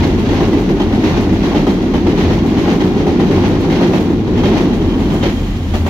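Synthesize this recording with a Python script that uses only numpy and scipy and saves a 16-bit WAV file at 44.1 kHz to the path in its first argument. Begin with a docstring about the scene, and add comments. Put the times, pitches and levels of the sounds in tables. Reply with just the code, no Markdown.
"""Beside the abutment below a steel girder bridge: passenger coaches roll over and recede.
Rough wheels, as random contacts through resonances and colours, keep girders booming and rails hissing.
Both axles of each bogie strike the same row of joints: thud, clang, rattle and decaying steel modes.
Sleepers throb and the last van's generators drone as drifting tones; a narrow rail resonance sings
behind the train. A limiter holds the peaks."""
import sys
import numpy as np
from scipy import signal
from scipy.fft import rfft, irfft
from scipy.io import wavfile
from scipy.ndimage import uniform_filter1d, minimum_filter1d

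SR = 44100
rng = np.random.default_rng(int(sys.argv[2]) if len(sys.argv) > 2 else 0)


def generate_wav(signal):
    """Clip the signal to [-1, 1] and save it as 16-bit WAV at the path in sys.argv[1]."""
    frames = np.transpose(np.atleast_2d(signal))
    scaled = np.clip(frames, -1, 1) * 32767
    pcm = np.round(scaled).astype(np.int16)
    wavfile.write(sys.argv[1], SR, pcm)


N = 259749
TIME = np.arange(N) / SR  # s
FREQ = np.maximum(np.fft.rfftfreq(N, 1 / SR), 1)  # Hz

# Rolling level, rising and falling as the train passes: time_s, girder_db, plate_db, hiss_db, treble_db
ROLLING_LEVELS = [(0, -14.3, -28.5, -34, -52.5), (1.8, -14.5, -29.5, -34, -54.5),
                  (3.2, -12.3, -27.5, -33.5, -54), (3.95, -12.5, -25.5, -32.5, -53),
                  (4.23, -14.5, -32.5, -38.5, -57.5), (4.55, -10.3, -26, -31.5, -52.5),
                  (4.8, -13.7, -29.5, -35, -52.5), (5.1, -14, -27, -32.5, -49.5),
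                  (5.35, -18.5, -32, -34.5, -46.5), (5.6, -23.5, -36, -36.3, -49.5),
                  (5.89, -19, -31, -34.5, -47.5)]
# Deep end, before the throb's mix trims: time_s, sway_db, throb_db
DEEP_LEVELS = [(0.0, -17, -26), (0.94, -23.5, -23.5), (1.08, -17, -25), (1.78, -25.5, -25.5),
               (2.27, -16.5, -26), (2.76, -24.5, -32), (3.41, -17, -26), (3.58, -21, -27), (3.89, -24, -35),
               (4.34, -18, -26), (4.74, -23, -24)]
# Generators in the last van, before mix trim: time_s, level_db
GENERATOR_LEVEL = [(0, -36), (4.72, -45), (4.82, -19.5), (5.2, -23.5), (5.5, -20.5), (5.89, -17)]
# Rail singing behind the train, before port gains: time_s, level_db
SINGING_LEVEL = [(0, -69), (4.1, -61), (4.4, -41), (4.75, -45), (5.1, -39), (5.35, -42), (5.89, -48)]
# Wheel flange squeaks, before port gains: peak_s, pitch_hz, level_db
FLANGE_SQUEAKS = [(0.812, 3170, -26), (2.82, 3180, -31), (5.26, 3150, -32), (5.76, 2830, -32)]

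# Bending modes of the whole span: mode_hz, width_hz, relative_db
SPAN_BENDING = [(58, 16, -4.5), (76.6, 5.9, -2), (87.5, 4.9, -2), (99.6, 8.6, -0.5), (117.6, 20.6, -2.5)]
# Girder modes: mode_hz, width_hz, relative_db
GIRDER_RESONANCES = [(160.2, 31.6, -5.5), (192.7, 31, -4), (219.6, 30.6, -3), (255, 39.7, -2),
                     (305.7, 45, -0.5), (355.1, 42.6, -2.5), (403.3, 45, -6), (502, 175, -15)]
# Modes of a struck joint: mode_hz, relative_db, t60_s; pitch and level vary per strike
STRUCK_STEEL = [(588, -0.5, 0.25), (832, -2.5, 0.21), (938, -5, 0.087), (1230, -7.5, .14), (1863, -4, 0.15),
                (2090, -2, 0.2), (2370, -9, .13), (2695, -4, 0.15), (3165, -3, 0.18), (3510, -8.5, 0.11),
                (3830, -12.5, 0.064), (5930, -10.5, .1)]
# Spectra of web plates, rails and running gear, highest treble noise: freq_hz, relative_db
PLATE_COLOUR = [(350, -19.5), (480, 4.5), (580, -2.5), (700, -0.5), (830, 0), (1000, -4.5), (1250, -12),
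                (1700, -16), (3000, -45)]
HISS_COLOUR = [(700, -13), (1200, -1.5), (1600, -0.5), (1950, 1.5), (2600, -0.5), (3400, -3.5),
               (4200, -5.5), (5200, -10), (6200, -11.5), (7200, -24), (8200, -34.5), (11000, -48.5)]
TREBLE_COLOUR = [(5000, -9), (7000, 7), (8200, -6.5), (9300, 1), (10200, -1.5), (11100, -6), (12500, -1),
                 (14000, -1), (16000, -6)]

# Bogies in running order: first_axle_s (at the nearest joint), axle_gap_s, strength_db
BOGIE_PASSES = [(-1.867, .125, 0), (-1.462, .125, -.5), (-.729, .125, 1), (-.346, .122, -1),
                (.404, .125, .3), (.798, .126, -.5), (1.544, .123, .5), (1.938, .128, .3),
                (2.677, .126, -.5), (3.066, .128, -1), (3.808, .125, .5)]
# Rail joints: travel_s (from the nearest joint), thud_db, clang_db, rattle_db, edge_db
RAIL_JOINTS = [(-.632, -11.5, -35, -36, -58), (-.001, -7.5, -16.5, -23, -46),
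               (.632, -11, -21.5, -22.5, -46.5), (1.293, -13.5, -28, -31, -49.5),
               (1.928, -19, -32, -36.5, -45)]
# Further single knocks, many of them wheels on joints: time_s, thud_db, clang_db, rattle_db, edge_db
EXTRA_KNOCKS = [(.324, -15, -23, -25, -47), (.687, -8, -26, -29, -55), (1.07, -12, -22, -24, -46),
                (2.195, -15, -24, -23, -45), (2.992, -13, -25, -28, -54), (3.723, -11, -21, -22, -54),
                (3.945, -14, -27, -26, -43), (4.274, -13, -25, -30, -58), (4.374, -12, -24, -27, -50),
                (4.432, -13, -19, -23, -49), (4.808, -20, -30, -30, -54), (5.136, -15, -24, -33, -42),
                (5.25, -9, -18, -22.5, -46)]
# Boost of bogie strikes once the tail has left the span: thud_db, clang_db, rattle_db, edge_db
TAIL_BOOST = (2, 13.5, 12.5, 5.5)
# Swell as each bogie rolls overhead: after_nearest_joint_s, half_length_s, level_db
PLATE_SWELL = (.74, .12, -25)
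RAIL_SWELL = (.72, .13, -30.5)
TREBLE_SWELL = (.68, .06, -50)

# Likeness of the two microphone ports: freq_hz, likeness (-1..1, clipped in use)
PORT_LIKENESS = [(60, .98), (130, .93), (290, .97), (450, .97), (640, 0.75), (950, 0.86), (1300, 0.37),
                 (1750, -0.36), (2400, 0.25), (3300, -0.2), (6000, 0), (15000, 0)]
# Port balance: freq_hz, left_minus_right_db
PORT_BALANCE = [(100, 1), (380, -0.5), (700, 3), (950, 1), (1350, 5.5), (1800, 4), (2300, 0.5),
                (3300, -8.5), (4600, -2.5), (6500, -5), (8500, -6), (10000, 1.5), (14000, 4)]

TAIL_CLEAR_S, THUD_LAG_S = 5.17, .003
LOW_RING_DB, HIGH_RING_DB = -8.5, -8.5  # steel modes re clang, re rattle
TOP_HZ = 15700


def undb(db):
    """Decibels to gain."""
    return 10 ** (np.asarray(db) / 20)


def unit(x):
    """Scale to rms 1."""
    return x / np.sqrt(np.mean(x ** 2))


def gains(table):
    """Interpolate dB columns to a gain at every sample."""
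    time_s, *columns_db = np.transpose(table)
    return [undb(np.interp(TIME, time_s, column_db)) for column_db in columns_db]


def across(points):
    """Join (Hz, value) points on a log-frequency axis."""
    hz, value = np.transpose(points)
    return np.interp(np.log(FREQ), np.log(hz), value)


def colour(x, points):
    """Filter x by a spectrum, at rms 1."""
    return unit(irfft(rfft(x) * undb(across(points)), N))


def walk(rate_hz):
    """Random levels held 1 / rate_hz and slewed linearly; rms 1."""
    hold = max(int(SR / rate_hz), 1)
    steps = np.repeat(rng.standard_normal(N // hold + 1), hold)
    return unit(uniform_filter1d(steps, hold)[:N])


def chatter(rate_hz, spread_db):
    """Tiny steel-on-steel contacts of random sign and uneven size, arriving by two paths."""
    hit = rng.random((2, N)) < rate_hz / SR
    side, size = rng.standard_normal((hit.sum(), 2)).T
    contacts = np.zeros((2, N))
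    contacts[hit] = np.sign(side) * undb(spread_db * size)
    return unit(contacts)


def resonance(hz, width_hz):
    """Response of a steep resonance: two equal stages, mean power 1."""
    stage_width_hz = width_hz / np.sqrt(np.sqrt(2) - 1)
    detuning = FREQ / hz - hz / FREQ
    response = 1 / (1 + 1j * hz / stage_width_hz * detuning) ** 2
    return response / np.sqrt(np.mean(np.abs(response) ** 2))


def ring(modes):
    """Shake each mode with its own stream of contacts."""
    shaken = sum(undb(db) * resonance(hz, width_hz) * rfft(chatter(3000, 2.5))
                 for hz, width_hz, db in modes)
    return unit(irfft(shaken, N))


def tone(hz, wander, wander_hz, flutter_db):
    """Sine whose pitch (fractional wander) and strength drift independently."""
    phase = 2 * np.pi * np.cumsum(hz * (1 + wander * walk(wander_hz))) / SR
    return unit(np.sin(phase) * undb(flutter_db * walk(wander_hz)))


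def even(x, span_s):
    """Flatten the slow swells of a random vibration, so its load sets the level."""
    size = max(int(span_s * SR), 1)
    power = uniform_filter1d(np.mean(x ** 2, axis=0), size)
    power = uniform_filter1d(power, size)
    return x / np.sqrt(np.maximum(power, 1e-9))


def riveted(x, spacing_hz, depth_db):
    """Ripple the spectrum, as the many small resonances of a riveted structure do."""
    hz = np.arange(0, SR / 2, max(spacing_hz, 10))
    ripple = np.interp(FREQ, hz, rng.standard_normal(len(hz)))
    return unit(irfft(rfft(x) * undb(depth_db * ripple), N))


def blows(times_s, levels_db, rise_s, t60_s):
    """Envelope of all strikes: each builds, then decays until t60; powers add."""
    power = np.zeros(N)
    for start_s, level_db in zip(times_s, levels_db):
        span = slice(*np.searchsorted(TIME, [start_s, start_s + t60_s]))
        age_s = TIME[span] - start_s
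        build = 1 - np.exp(-age_s / rise_s)
        decay = np.exp(-np.log(1000) * age_s / t60_s)
        power[span] += (undb(level_db) * build * decay) ** 2
    return np.sqrt(power)


def overhead(rolling_gain, swell):
    """Gain of a rolling noise: rolling part plus, in power, a swell per passing bogie."""
    after_s, half_s, level_db = swell
    nearness = sum(1 / (1 + ((TIME - first_axle_s - after_s) / half_s) ** 2) ** 2
                   for first_axle_s, *_ in BOGIE_PASSES)
    return np.hypot(rolling_gain, undb(level_db) * np.sqrt(nearness))


def singing_rail():
    """Rubbing flanges squeak and sound a narrow rail resonance, opposite in phase at the ports."""
    note = gains(SINGING_LEVEL)[0] * ring([(3150, 56, 0)])[0] * undb(2.8 * walk(24))
    for peak_s, pitch_hz, level_db in FLANGE_SQUEAKS:
        burst = np.exp(-((TIME - peak_s) / 0.016) ** 2)
        squeak = tone(pitch_hz, wander=0.011, wander_hz=260, flutter_db=2)
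        note = note + undb(level_db) * burst * squeak
    return note * np.array([[undb(-4.5)], [-1]])


def generator():
    """Two diesel sets at slightly different speeds beat; a half order lies underneath."""
    first = tone(86.2, wander=.015, wander_hz=9, flutter_db=1.5)
    second = tone(77, wander=.02, wander_hz=8, flutter_db=3)
    half_order = tone(43.1, wander=0.013, wander_hz=5.3, flutter_db=5)
    drone = first + undb(-5.0) * second + undb(-8) * half_order
    return undb(-1.5) * gains(GENERATOR_LEVEL)[0] * drone


def bridge():
    """The span sways, girders boom, and wheels crossing evenly spaced sleepers add a throb."""
    sway_gain, throb_gain = gains(DEEP_LEVELS)
    sway = even(ring(SPAN_BENDING), span_s=0.33)
    shudder = even(ring([(41, 21, 0)]), span_s=.15)
    one_path = np.array([[1], [0]])
    sleepers = tone(41, wander=0.0312, wander_hz=7, flutter_db=.5) * one_path
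    throb = undb(-3.5) * shudder + undb(-1.5) * sleepers
    # upper girder modes weaken first as the last wheels leave the near span
    near = undb(np.interp(TIME, [4.6, 5.3], [0, -5]))
    lower = ring([mode for mode in GIRDER_RESONANCES if mode[0] < 280])
    upper = ring([mode for mode in GIRDER_RESONANCES if mode[0] >= 280])
    girders = even(lower + undb(-1.5) * near * upper, span_s=0.069)
    return sway_gain * sway + throb_gain * throb + gains(ROLLING_LEVELS)[0] * girders


def rolling():
    """Wheel roughness rings the web plates and hisses in the rails, never quite evenly."""
    _, plate_gain, hiss_gain, treble_gain = gains(ROLLING_LEVELS)
    plates = riveted(colour(chatter(2000, 2.9), PLATE_COLOUR), spacing_hz=25.02, depth_db=1.5)
    plates = plates * undb(0.42 * walk(70))
    rails = riveted(colour(chatter(7000, 2.4), HISS_COLOUR), spacing_hz=30.1, depth_db=1.5)
    rails = rails * undb(0.83 * walk(45))
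    treble = colour(chatter(14000, 2), TREBLE_COLOUR)
    return (overhead(plate_gain, PLATE_SWELL) * plates
            + overhead(hiss_gain, RAIL_SWELL) * rails
            + overhead(treble_gain, TREBLE_SWELL) * treble)


def strikes():
    """Both axles of each bogie hit each joint; extra knocks: time_s, thud, clang, rattle, edge_db."""
    rows = list(EXTRA_KNOCKS)
    for first_axle_s, axle_gap_s, strength_db in BOGIE_PASSES:
        for travel_s, *joint_db in RAIL_JOINTS:
            for axle_s in (0, axle_gap_s):
                time_s = first_axle_s + travel_s + axle_s
                boost_db = (time_s > TAIL_CLEAR_S) * np.array(TAIL_BOOST)
                rows.append((time_s, *(strength_db + np.array(joint_db) + boost_db)))
    return np.array(rows)


def steel_ring():
    """Each strike excites decaying steel modes, with a random mix and tuning."""
    hz, mode_db, t60_s = np.array(STRUCK_STEEL).T[:, :, None]
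    out = np.zeros((2, N))
    for start_s, _, clang_db, rattle_db, _ in strikes():
        span = slice(*np.searchsorted(TIME, [start_s, start_s + .18]))
        age_s = TIME[span] - start_s
        detune, weight = rng.standard_normal((2, len(hz), 1))
        # plates ring low, wheels and rails high
        drive_db = np.where(hz < 1500, clang_db + LOW_RING_DB, rattle_db + HIGH_RING_DB)
        pole = 2j * np.pi * hz * (1 + 0.0293 * detune) - np.log(1000) / t60_s
        modes = undb(drive_db + mode_db + 4.0 * weight) * np.exp(pole * age_s)
        phases = np.exp(2j * np.pi * rng.random((2, len(hz))))
        out[:, span] += (phases @ modes).imag * (1 - np.exp(-age_s / 0.0021))
    return out


def joints():
    """A wheel drops into a joint: girder thuds, plates clang, loose parts rattle with a sharp edge."""
    time_s, thud_db, clang_db, rattle_db, edge_db = strikes().T
    bounce = undb(1 * walk(110))  # parts rebound unevenly
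    plates = even(colour(chatter(1500, 2.7), PLATE_COLOUR), span_s=0.016)
    loose_parts = riveted(colour(chatter(2500, 2.9), HISS_COLOUR), spacing_hz=45.03, depth_db=1.5)
    girders = even(ring(GIRDER_RESONANCES), span_s=.04)
    # heavy girders answer a little late
    thud = blows(time_s + THUD_LAG_S, thud_db, rise_s=.004, t60_s=0.26) * girders
    clang = blows(time_s, clang_db, rise_s=0.0033, t60_s=0.19) * plates
    # quick blow, then a shake that builds more slowly and lingers
    strike = undb(-5) * blows(time_s, rattle_db, rise_s=0.0021, t60_s=0.091)
    shake = blows(time_s, rattle_db, rise_s=.016, t60_s=0.27)
    rattle = np.hypot(strike, shake) * loose_parts
    treble = colour(chatter(9000, 3), TREBLE_COLOUR)
    edge = blows(time_s, edge_db, rise_s=0.0046, t60_s=0.39) * treble
    return thud + bounce * (clang + rattle + edge)


def ports(paths, lag_s):
    """Long waves reach both ports alike, short ones scatter; the left port hears later."""
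    alike = np.clip(across(PORT_LIKENESS), -.985, .985)
    mid, side = rfft(paths) * np.sqrt([1 + alike, 1 - alike]) / np.sqrt(2)
    lean = undb(across(PORT_BALANCE) / 2)
    late = np.exp(-2j * np.pi * FREQ * lag_s)
    left = (mid + side) * lean * late
    right = (mid - side) / lean
    return irfft(np.array([left, right]), N)


def scene():
    """Bridge, wheels and joints spread over both ports; add generators and rail note."""
    structure = bridge() + rolling() + joints() + steel_ring()
    return ports(structure, lag_s=.00007) + generator() + singing_rail()


def record(dry):
    """A look-ahead limiter ducks the loudest peaks, then a steep low-pass cuts the top."""
    ceiling = .9
    need = np.minimum(1, ceiling / (np.abs(dry).max(axis=0) + 1e-9))
    gain = uniform_filter1d(minimum_filter1d(need, size=500), size=500)
    low_pass = signal.ellip(10, .2, 80, TOP_HZ, fs=SR, output="sos")
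    return signal.sosfilt(low_pass, dry * gain)


dry = scene()
out = record(dry)
generate_wav(out)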